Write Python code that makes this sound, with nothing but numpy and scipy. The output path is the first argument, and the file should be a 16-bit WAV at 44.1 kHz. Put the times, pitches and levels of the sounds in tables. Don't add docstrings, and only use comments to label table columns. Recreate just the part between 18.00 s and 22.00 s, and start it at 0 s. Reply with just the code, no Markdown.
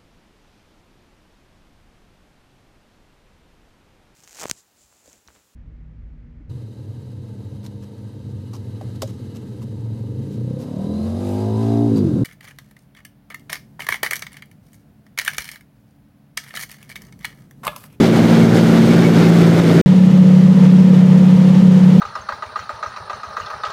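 import sys
import numpy as np
from scipy import signal
from scipy.fft import rfft, irfft
from scipy.io import wavfile
from scipy.ndimage import uniform_filter1d, minimum_filter1d

SR = 44100
rng = np.random.default_rng(int(sys.argv[2]) if len(sys.argv) > 2 else 0)


def store_pcm(level_fs):
    pcm = np.round(np.clip(level_fs, -1, 1) * 32767).astype(np.int16)
    wavfile.write(sys.argv[1], SR, np.atleast_2d(pcm).T)


N = 176400

# (order [x cycle rate], relative level [dB]); 9 is firing, 6 and 12 propeller
RUN_ORDERS = [(5, -29), (6, -10.5), (7, -11), (8, -15.5), (9, 0.5), (10, -27), (11, -20.5), (12, -3.5),
              (13, -14.5), (14, -16.5), (15, -13), (16, -11.5), (17, -17), (18, -14), (19, -12),
              (20, -11.5), (21, -22.5), (22, -25), (23, -15), (24, -16.5), (25, -23.5), (26, -18),
              (27, -20.5), (28, -20), (29, -29), (30, -27.5), (31, -23.5), (32, -29), (33, -28),
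              (34, -20.5), (35, -25), (36, -26)]
# (time [s], firing gain [dB], second blade tone gain [dB])
RUN_SWELL = [(0, -2.5, 2.5), (0.15, -7, 0.5), (0.33, -2.2, 4), (0.42, -3, 2.7), (0.55, -4, 0.8),
             (0.7, -3.2, 1.5), (0.85, -4, 3), (1.05, 0.6, -0.2), (1.3, 3.1, -1), (1.45, 5, -3),
             (1.62, -0.2, -10), (1.81, 3.2, -2.5)]
# (time [s], gain [dB])
RUN_GROWL = [(0, 5), (.2, -1), (.4, -1.5), (.6, -2), (.85, -2), (1.05, 1), (1.35, 0), (1.55, 0), (1.8, 3.5)]


def run_engine(angle, cylinders=9, blades=3, growl_from_order=14):
    firing_db, blade_db = in_time(RUN_SWELL)
    growl_db = in_time(RUN_GROWL)[0]
    swell_db = {order: growl_db for order, _ in RUN_ORDERS if order >= growl_from_order}
    blade_order = 2 * blades
    swell_db.update({cylinders: firing_db, 2 * blade_order: blade_db})
    return engine_tones(angle, RUN_ORDERS, swell_db, level_db=-12, weak_db=-2,
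                        rough=0.074, weak_rough=0.28, flutter_hz=5.5)


# (order [x cycle rate], relative level [dB])
CRUISE_ORDERS = [(6, -33), (7, -21.5), (8, -25), (9, -8.5), (10, -21), (11, -.5), (12, -11.5), (13, -18),
                 (14, -28), (15, -29), (16, -32), (17, -32), (18, -26.5), (19, -37), (20, -32), (21, -39.5),
                 (22, -31), (23, -39.5), (24, -37.5), (25, -35), (26, -31), (27, -28.5), (28, -26.5),
                 (29, -34), (30, -34), (31, -26.5), (32, -36), (33, -33.5), (34, -36.5), (35, -40.5),
                 (36, -38.5)]


def cruise_engine(angle):
    return engine_tones(angle, CRUISE_ORDERS, {}, level_db=-7, weak_db=-2.5,
                        rough=0.05, weak_rough=0.32, flutter_hz=6)


def engine_tones(angle, orders, swell_db, level_db, weak_db, rough, weak_rough, flutter_hz):
    out = 0
    for order, db in orders:
        weakness = np.clip(-db / 20, 0, 1)
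        gain = from_db(level_db + db + weakness * weak_db + swell_db.get(order, 0))
        out += gain * partial(order * angle, rough + weakness * weak_rough, flutter_hz)
    return out


def exhaust_rasp(angle, spectrum, level_db=-4.5, size=4096):
    orders = np.arange(37, 130)
    cycle_hz = angle[-1] / (2 * np.pi) * SR / N
    strength = from_db(at_hz(spectrum, orders * cycle_hz) + level_db)
    strength *= np.sqrt(cycle_hz * orders[0] / orders)
    lines = np.zeros(size // 2 + 1, complex)
    lines[orders] = strength * (rng.standard_normal((len(orders), 2)) @ [1, 1j])
    one_cycle = irfft(lines) * size / 2
    return np.interp(angle / (2 * np.pi), np.arange(size) / size, one_cycle, period=1)


# (frequency [Hz], density [dB per Hz])
RUN_RUSH = [(25, -66), (72, -62.5), (95, -63), (118, -46), (160, -34), (230, -38.5), (300, -45),
            (380, -42.5), (500, -47), (650, -52), (850, -55.5), (1100, -59), (1450, -56.5), (1700, -60.5),
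            (2150, -60), (2550, -64.5), (3600, -65), (4600, -68.5), (6300, -73.5), (9000, -79.5),
            (12000, -83.5), (15000, -85.5)]
# (time [s], gain [dB])
RUN_WAVER = [(0.0, 0), (0.06, 5), (0.11, -3), (0.16, 1.0), (0.23, -1.8), (0.34, 0), (0.46, -2.2),
             (0.53, -2.8), (0.57, 3), (0.62, -3.5), (0.71, 0.2), (0.84, -1.8), (0.99, 2), (1.11, -2),
             (1.21, 3), (1.34, 0), (1.43, 1), (1.53, -3.5), (1.6, 0), (1.81, -0.2)]
RUN_PULSING = [(1, 0), (6, 0.08), (8, 0.07), (9, 0.09), (18, 0.1)]


def run_rush(angle):
    return rush(angle, RUN_RUSH, RUN_WAVER, RUN_PULSING, rumble_db=-1.5, flicker_db=0.86, flicker_hz=18)


# (frequency [Hz], density [dB per Hz])
CRUISE_RUSH = [(25, -67.5), (88, -60), (110, -53), (135, -42), (175, -37.5), (215, -40), (260, -51),
               (350, -57), (480, -54.5), (560, -57.5), (680, -64.1), (950, -62.5), (1080, -68),
               (1220, -66.5), (1550, -71), (1850, -68.5), (2400, -72.5), (3000, -72), (4500, -78.0),
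               (6500, -82), (8500, -88), (11000, -92), (15000, -99.0)]
# (time [s], gain [dB])
CRUISE_WAVER = [(1.87, 5), (2.0, -1.1), (2.14, 1), (2.23, -1), (2.38, 1.3), (2.52, -1.7), (2.67, 3),
                (2.76, -1.5), (2.79, 0), (2.9, -0.8), (2.94, 1.5), (3.03, -1.5), (3.18, 1.4), (3.22, -0.9),
                (3.29, 0.8), (3.36, -0.6), (3.56, 2.5), (3.65, -1.7), (3.72, 0.7), (3.98, 0.1)]
CRUISE_PULSING = [(1, 0.054), (2, .04), (9, 0.056), (11, 0.055), (20, 0.089)]


def cruise_rush(angle):
    return rush(angle, CRUISE_RUSH, CRUISE_WAVER, CRUISE_PULSING,
                rumble_db=0.1, flicker_db=0.5, flicker_hz=20)


RUSH_SPLITS_HZ = [300, 900, 2400, 5500]


def rush(angle, spectrum, waver, pulsing, rumble_db, flicker_db, flicker_hz):
    hz = np.arange(N // 2 + 1) * SR / N
    colour = from_db(at_hz(spectrum, hz)) * np.sqrt(SR / 2)
    lowpasses = [1 / (1 + (hz / split) ** 6) for split in RUSH_SPLITS_HZ]
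    shares = np.abs(np.diff(lowpasses, axis=0, prepend=0, append=1))
    rumble, *bands = (irfft(rfft(rng.standard_normal(N)) * colour * np.sqrt(s), N) for s in shares)
    waver_db = in_time(waver)[0]
    hiss = 0
    for band, follows in zip(bands, (1, 1, 1, 0.76)):
        hiss += band * from_db(follows * (waver_db + flicker_db * drift(flicker_hz)))
    chop = 1 + sum(depth * np.cos(order * angle + rng.uniform(0, 2 * np.pi)) for order, depth in pulsing)
    return from_db(rumble_db) * rumble + chop * hiss


# (middle [s], length [s], pitch [Hz], glide [Hz/s], level [dB])
SQUEAKS = [(0.427, .06, 2230, -600, -32.5), (.76, 0.044, 3510, 1000, -35), (0.918, .07, 2260, 600, -29.5),
           (.97, 0.13, 1500, 1300, -33), (1.01, 0.078, 3680, -900, -36.5), (1.051, 0.077, 2245, -600, -31)]


def squeaks():
    out = 0
    for middle_s, length_s, hz, glide_hz_per_s, db in SQUEAKS:
        t = np.arange(N) / SR - middle_s
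        swell = np.cos(np.pi * np.clip(t / length_s, -0.5, 0.5))
        phase = 2 * np.pi * (hz * t + glide_hz_per_s * t * t / 2)
        out += from_db(db) * swell * partial(phase, rough=0.72, flutter_hz=55)
    return out


# (time [s], level [dB])
FLOAT_THUMP = [(0, -29), (.7, -31), (1.3, -47), (1.81, -43)]


def floats(band_hz=(94, 135)):
    band = signal.butter(2, band_hz, "band", fs=SR, output="sos")
    noise = signal.sosfilt(band, signal.sosfilt(band, rng.standard_normal(N + SR)))[SR:]
    return from_db(in_time(FLOAT_THUMP)[0]) * noise / noise.std()


def gear_whine(hz=6347, level_db=-54, wander=0.0005):
    phase = 2 * np.pi * np.cumsum(hz * (1 + wander * drift(5))) / SR
    return from_db(level_db) * partial(phase, rough=0.3, flutter_hz=12)


def cycle_angle(rpm, wander):
    cycle_hz = in_time(rpm)[0] / 120
    return 2 * np.pi * np.cumsum(cycle_hz * (1 + wander * drift(8))) / SR


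def partial(angle, rough, flutter_hz):
    angle = angle + rng.uniform(0, 2 * np.pi)
    in_phase = (1 + rough * drift(flutter_hz)) * np.cos(angle)
    quadrature = rough * drift(flutter_hz) * np.sin(angle)
    return (in_phase + quadrature) / np.sqrt(0.5 + rough ** 2)


def drift(rate_hz, hop=100):
    pole = np.exp(-2 * np.pi * rate_hz * hop / SR)
    noise = rng.standard_normal(N // hop + 1002)
    slow = signal.lfilter([1], [1, -2 * pole, pole * pole], noise)[1000:]
    return np.interp(np.arange(N) / hop, np.arange(len(slow)), slow / slow.std())


def from_db(db):
    return 10 ** (np.asarray(db) / 20)


def in_time(rows):
    time_s, *columns = np.transpose(rows)
    return [np.interp(np.arange(N) / SR, time_s, column) for column in columns]


def at_hz(spectrum, hz):
    knots_hz, db = np.transpose(spectrum)
    return np.interp(np.log(np.maximum(hz, 1)), np.log(knots_hz), db)


# (time [s], speed [rpm])
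RUN_RPM = [(0, 2272), (.3, 2264), (1.0, 2266), (1.3, 2260), (1.55, 2249), (1.81, 2238)]
CRUISE_RPM = [(1.86, 2007), (2.4, 2006), (3.0, 2007), (3.5, 2007), (4.0, 2008)]


def scene(run_end_s=1.8136, cruise_start_s=1.8602, fade_s=0.002):
    angle = cycle_angle(RUN_RPM, wander=0.0006)
    run = run_engine(angle) + run_rush(angle) + gear_whine()
    run += exhaust_rasp(angle, RUN_RUSH) + squeaks() + floats()
    angle = cycle_angle(CRUISE_RPM, wander=0.0007)
    cruise = cruise_engine(angle) + cruise_rush(angle) + exhaust_rasp(angle, CRUISE_RUSH)
    t = np.arange(N) / SR
    run_gate = np.clip(np.minimum(t / fade_s, (run_end_s - t) / fade_s + 0.5), 0, 1)
    return (run * run_gate + cruise * (t > cruise_start_s))[None]


def record(dry, limit_db=-0.66, release_db_per_s=38, window_s=0.0021, cutoff_hz=15400):
    release_db = release_db_per_s * np.arange(N) / SR
    over_db = np.maximum(20 * np.log10(np.abs(dry[0]) + 1e-9) - limit_db, 0)
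    held_db = np.maximum.accumulate(over_db + release_db) - release_db
    span = int(window_s * SR)
    gain = from_db(uniform_filter1d(minimum_filter1d(-held_db, span), span))
    lowpass = signal.ellip(12, 0.1, 90, cutoff_hz, fs=SR, output="sos")
    return signal.sosfilt(lowpass, dry * gain)


dry = scene()
out = record(dry)
store_pcm(out)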